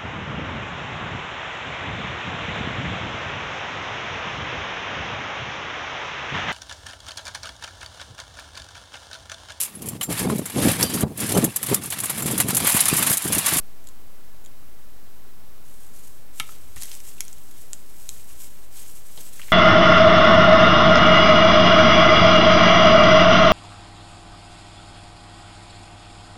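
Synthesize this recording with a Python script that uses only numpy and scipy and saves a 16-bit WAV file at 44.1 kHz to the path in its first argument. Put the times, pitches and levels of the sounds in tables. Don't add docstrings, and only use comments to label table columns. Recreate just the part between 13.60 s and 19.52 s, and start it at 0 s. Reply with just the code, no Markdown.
import sys
import numpy as np
from scipy import signal
from scipy.fft import rfft, irfft
from scipy.io import wavfile
from scipy.ndimage import uniform_filter1d

SR = 44100
rng = np.random.default_rng(int(sys.argv[2]) if len(sys.argv) > 2 else 0)


def inscribe(sig):
    pcm = np.round(np.clip(np.atleast_2d(sig).T, -1, 1) * 32767)
    wavfile.write(sys.argv[1], SR, pcm.astype(np.int16))


N = 261072
TIME = np.arange(N) / SR

# start, rise and length in seconds, relative fizz level in dB,
# crinkle offset in dB.
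BAG_SQUEEZES = [(2.718, 0.058, 0.084, -44, -9), (2.839, .05, .085, -44, -7), (3.162, .008, 0.078, -42, -5),
                (3.193, 0.014, 0.16, -42, -8.5), (3.39, 0.081, .1, -42.5, -11.5),
                (3.548, 0.028, 0.18, -52, -6), (3.951, 0.037, 0.052, -48, -10.5),
                (4.335, 0.031, 0.13, -47.5, -15), (4.467, 0.049, 0.06, -43.5, -18),
                (4.564, .025, 0.027, -46.5, -12.5), (4.665, .03, 0.048, -47, -11),
                (4.748, 0.086, 0.078, -40, -13), (5.099, 0.1, 0.1, -40, -10),
                (5.233, 0.029, 0.073, -45, -11.5), (5.328, 0.031, 0.054, -45, -12.5),
                (5.436, 0.04, 0.15, -46, -10), (5.557, 0.02, .12, -42.5, -10.5),
                (5.705, 0.031, 0.19, -44, -7)]
# frequency in Hz, level in dB.
FIZZ_EQ = [(1500, -24.5), (4000, -14), (6000, -7.5), (6900, -3), (8000, 0), (9600, -4.5), (11500, -2.5),
           (13000, -4), (14200, -12.5), (16000, -13)]
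CRINKLE_EQ = [(200, -13), (500, -6.5), (1100, -10), (2000, -2.5), (3400, 0), (4500, -3.5), (6500, -1),
              (12000, -36)]
CRACK_EQ = [(300, -23), (900, -15), (1900, -7), (3500, -4.5), (5500, -3), (7000, 0.5), (9000, -0.5),
            (11300, 0), (13500, -9), (16000, -23)]
# start in seconds, relative level in dB, ring pitch in Hz,
# length of the run of slips in seconds.
CREASE_SNAPS = [(3.161, -38, 8050, .003), (3.2148, -36, 9000, 0.003), (3.221, -29, 11000, 0.003),
                (3.233, -28, 11600, 0.0034), (3.256, -36, 10900, 0.0014), (3.3155, -34.5, 3850, 0.0019),
                (3.3507, -37.5, 7500, 0.0022), (3.4026, -40.5, 5440, 0.0018), (3.6055, -25, 11100, 0.00087),
                (3.6064, -24, 6600, 0.00078), (3.6511, -41, 9000, 0.00034), (3.6809, -36.5, 6640, 0.00048),
                (3.729, -38, 7300, .0006), (3.7832, -45.5, 12500, .0007), (3.912, -44, 11400, .0012),
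                (4.1318, -25.5, 7540, 0.00052), (4.138, -45, 7900, 0.00089), (4.4905, -28.5, 6400, 0.00048),
                (4.4918, -32, 7700, 0.00044)]
# start in seconds, relative level in dB, low-pass cutoff in Hz,
# amount of ring beside the crack.
TUBE_BOUNCES = [(2.7988, -26, 14900, 0.31), (2.7991, -18.5, 11100, 0.88), (2.8034, -29, 1780, 0.18),
                (2.8896, -39.5, 1460, 2.5)]
# frequency in Hz, level in dB.
CONTACT_EQ = [(200, -8), (900, -12.0), (1400, -5.5), (2800, 5.5), (4600, 0), (8500, -6.5), (12500, 2.0),
              (14000, -15), (16000, -37)]
# start in seconds, level in dB, amount of ring from the base.
NOZZLE_TICKS = [(0.2423, -51, .1), (.2693, -48, 0.35), (0.2726, -40, 0.21), (0.2877, -42, .05),
                (0.842, -56, .3), (.8492, -46.5, 0.29), (0.861, -42.5, 0.95)]
# pitch in Hz, relative level
# in dB, seconds to die away by 60 dB.
TUBE_MODES = [(124, -21, 0.15), (219, -26, 0.046), (352, -21, .06), (817, -16, 0.042), (1035, -13, .025),
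              (1264, -4, 0.056), (1366, -4, 0.039), (1728, -7, 0.047), (2086, -7, 0.054), (2207, -6, 0.028),
              (2364, -0.5, 0.029), (2640, -9.5, 0.035), (2900, -7, 0.025), (3075, -12, 0.055),
              (3180, -5, .045), (3345, -16, 0.046), (3560, -7.5, 0.041), (3840, -1.5, 0.023),
              (4430, -21.5, .035), (4950, -12, 0.033), (6820, -10, .03), (7370, -13, .03),
              (8130, -5, 0.023)]
NOZZLE_MODES = [(6800, -1, 0.011), (7600, -2, 0.011), (10200, -14, 0.01)]
BASE_MODES = [(2300, -5, .02), (3270, 2, 0.017), (3700, 3, .02)]
# start in seconds, relative level in dB, pitch in Hz, 60 dB decay in seconds.
FINGER_KNOCKS = [(3.1660, -43.5, 1500, 0.034), (3.581, -49, 2900, 0.027), (3.6063, -38, 1920, 0.0066),
                 (4.4912, -36.5, 3950, 0.0047), (5.575, -41, 3530, 0.06), (5.7956, -38.5, 1650, 0.014),
                 (5.817, -37.5, 2660, 0.006), (5.831, -44, 2000, .015), (5.8815, -44, 2100, 0.076)]
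# start and length in seconds, relative level in dB, opening zip pitch in Hz.
SLEEVE_SLIDES = [(2.04, .13, -55, 9900), (2.16, 0.11, -53, 9700), (2.325, .04, -47, 10040),
                 (2.41, 0.055, -48.5, 10000), (2.51, .07, -57, 11350)]
# frequency in Hz, level in dB.
CLOTH_EQ = [(1000, -13.5), (3000, -8.5), (5000, -8), (7300, 0.5), (9500, -2.5), (11500, 0), (13500, -6.5),
            (16000, -17)]
# start and length in seconds, relative level in dB.
HAND_LEANS = [(2.98, .21, -52), (4.46, 0.11, -47.5), (4.67, .06, -52)]
# start in seconds, level in dB, low-pass cutoff in Hz.
HAND_BUMPS = [(3.164, -40, 140), (5.576, -45.5, 774)]
# frequency in Hz, 60 dB decay in seconds.
ROOM_DECAY = [(200, 0.94), (1300, 0.26), (3500, 0.29), (8000, 0.16), (15000, 0.29)]
# frequency in Hz, level in dB.
HISS_EQ = [(10, -13), (20, -19.5), (33, -21.5), (50, -19.5), (70, -25.5), (120, -27), (200, -28.5),
           (400, -32.5), (730, -35.5), (1250, -38), (2500, -43), (6300, -45.5), (10000, -45.5),
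           (15800, -41.5)]
# pitch in Hz, level in dB.
WHINE_TONES = [(3892, -81.5), (8000, -80.5), (11300, -80)]


def bag(settle_s=0.053):
    fizz = unit_rms(colour(grains(per_s=6500, spread_db=3.0, clump_db=1.73), FIZZ_EQ))
    crinkle = unit_rms(colour(grains(per_s=3000, spread_db=3.0, clump_db=2.5), CRINKLE_EQ))
    trickle = gesture(start=2.99, length=2.05, attack_s=0.03, release_s=settle_s)
    fizz_power = (amp(-53.5) * trickle) ** 2
    crinkle_power = (amp(-61.5) * trickle) ** 2
    for start, rise, length, db, crinkle_db in BAG_SQUEEZES:
        effort = amp(db) * gesture(start, length, rise, settle_s)
        fizz_power += effort ** 2
        crinkle_power += (amp(crinkle_db) * effort) ** 2
    return amp(-3.5) * fizz * np.sqrt(fizz_power) + amp(-2.0) * crinkle * np.sqrt(crinkle_power)


def film_snaps(clean_snap_s=0.00056):
    out = np.zeros(N)
    for start, db, hz, length in CREASE_SNAPS:
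        ringing = 1.3 * (clean_snap_s / length) ** 0.71
        slips = burst(t60=6 * length)
        slips[0] += 5.5
        lag = np.exp(-.75j * np.sqrt(np.fft.rfftfreq(len(slips), 1 / SR)))
        crack = colour(irfft(rfft(slips) * lag), CRACK_EQ)
        patch = resonate(crack, hz, widths_hz=(1600, 3300))
        add(out, start, amp(db) * unit_hit(unit_rms(crack) + ringing * unit_rms(patch)))
    return amp(-0.2) * out


def tube_landing():
    out = np.zeros(N)
    body = unit_hit(ring(TUBE_MODES))
    for start, db, cutoff_hz, ringing in TUBE_BOUNCES:
        crack = unit_hit(colour(burst(t60=0.009), CONTACT_EQ))
        blow = lowpass(ringing * body + crack, cutoff_hz, order=4)
        add(out, start, amp(db) * unit_hit(blow))
    return amp(-2.0) * out


def nozzle_ticks():
    out = np.zeros(N)
    tip, base = unit_hit(ring(NOZZLE_MODES)), unit_hit(ring(BASE_MODES))
    for start, db, ringing in NOZZLE_TICKS:
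        click = unit_hit(colour(burst(t60=0.0079), CRACK_EQ))
        add(out, start, amp(db) * unit_hit(1.35 * tip + ringing * base + click))
    return out


def finger_knocks():
    out = np.zeros(N)
    for start, db, hz, t60 in FINGER_KNOCKS:
        knock = resonate(burst(t60), hz, widths_hz=(940, 3800))
        add(out, start, amp(db) * unit_hit(knock))
    return amp(0.9) * out


def sleeve(attack_s=0.017, release_s=0.073, sag_hz_per_s=16800):
    gain = np.zeros(N)
    zip_hz = np.full(N, float(SLEEVE_SLIDES[0][3]))
    for start, length, db, opening_hz in SLEEVE_SLIDES:
        gain = np.maximum(gain, amp(db) * gesture(start, length, attack_s, release_s))
        elapsed = np.minimum(TIME - start, length + release_s)
        zip_hz = np.where(TIME < start, zip_hz, opening_hz - sag_hz_per_s * elapsed)
    rub = colour(grains(per_s=10000, spread_db=4.0, clump_db=2.0), CLOTH_EQ)
    zipping = resonate(rub, zip_hz, widths_hz=(210, 210))
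    return amp(-3.0) * gain * (unit_rms(rub) + 0.27 * unit_rms(zipping))


def desk():
    weight = sum(amp(db) * gesture(start, length, attack_s=0.057, release_s=0.054)
                 for start, length, db in HAND_LEANS)
    boom = unit_rms(resonate(rng.standard_normal(N), hz=68, widths_hz=(14, 14)))
    out = amp(-2.0) * weight * boom
    for start, db, cutoff_hz in HAND_BUMPS:
        thud = lowpass(burst(t60=0.23), cutoff_hz, order=2)
        add(out, start, amp(db) * unit_hit(thud))
    return out


def room(x, size=16384):
    echoes = rng.standard_normal(size) * (TIME[:size] > .003)
    early = echoes * fade(t60=0.034, size=size)
    hz, seconds, spectrum = signal.stft(echoes, SR, nperseg=256)
    decay = 1000 ** (-seconds / curve_at(ROOM_DECAY, hz)[:, None])
    tail = signal.istft(spectrum * decay, SR, nperseg=256)[1]
    return x + sum(amp(db) * signal.oaconvolve(x, response / np.linalg.norm(response))[:N]
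                   for db, response in [(-16, early), (-12, tail)])


def hiss():
    tone = amp(curve_at(HISS_EQ, np.fft.rfftfreq(N, 1 / SR)))
    noise = irfft(rfft(rng.standard_normal(N)) * tone, N)
    whine = sum(amp(db) * np.sqrt(2) * np.sin(2 * np.pi * hz * TIME) for hz, db in WHINE_TONES)
    return amp(-49.5) * unit_rms(noise) + whine


def grains(per_s, spread_db, clump_db):
    sizes = amp(spread_db * np.minimum(rng.exponential(1, N), 4))
    clumps = unit_rms(uniform_filter1d(uniform_filter1d(rng.standard_normal(N), size=400), size=200))
    clicks = rng.choice([-1, 1], N) * (rng.random(N) < per_s / SR)
    return sizes * amp(clump_db * clumps) * clicks


def gesture(start, length, attack_s, release_s):
    attack = np.clip((TIME - start) / attack_s, 0, 1)
    return attack * np.exp(-np.maximum(TIME - start - length, 0) / release_s)


def fade(t60, size=8192):
    return 1000 ** (-TIME[:size] / t60)


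def burst(t60, size=8192):
    return fade(t60, size) * rng.standard_normal(size)


def ring(modes, size=8192):
    return sum((-1) ** k * amp(db) * fade(t60, size) * np.sin(2 * np.pi * hz * TIME[:size])
               for k, (hz, db, t60) in enumerate(modes))


def resonate(x, hz, widths_hz):
    carrier = np.exp(2j * np.pi * np.cumsum(hz * np.ones(len(x))) / SR)
    for width in widths_hz:
        pole = np.exp(-np.pi * width / SR)
        x = 2 * (carrier * signal.lfilter([1 - pole], [1, -pole], x / carrier)).real
    return x


def colour(x, eq, size=1024):
    cepstrum = irfft(np.log(amp(curve_at(eq, np.fft.rfftfreq(size, 1 / SR)))))
    cepstrum[1:size // 2] *= 2
    cepstrum[size // 2 + 1:] = 0
    return signal.oaconvolve(x, irfft(np.exp(rfft(cepstrum))))[:len(x)]


def lowpass(x, hz, order):
    return signal.lfilter(*signal.butter(order, hz, fs=SR), x)


def curve_at(points, hz):
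    point_hz, values = np.transpose(points)
    return np.interp(np.log(hz + 1), np.log(point_hz + 1), values)


def amp(db):
    return 10 ** (np.asarray(db) / 20)


def unit_rms(x):
    return x / np.sqrt(np.mean(x ** 2) + 1e-20)


def unit_hit(x):
    return x / np.sqrt(uniform_filter1d(x ** 2, size=110, mode="constant").max() + 1e-20)


def add(mix, start_s, sound):
    part = mix[round(start_s * SR):][:len(sound)]
    part += sound[:len(part)]


def scene():
    handling = bag() + film_snaps() + nozzle_ticks() + tube_landing() + finger_knocks() + sleeve()
    return (room(handling) + desk() + hiss())[None]


def record(dry, edge_hz=15900, dc_offset=-0.0463):
    band_limit = signal.firwin(511, edge_hz, window=("kaiser", 9), fs=SR)
    return signal.oaconvolve(dry, band_limit[None], "same", axes=1) + dc_offset


dry = scene()
out = record(dry)
inscribe(out)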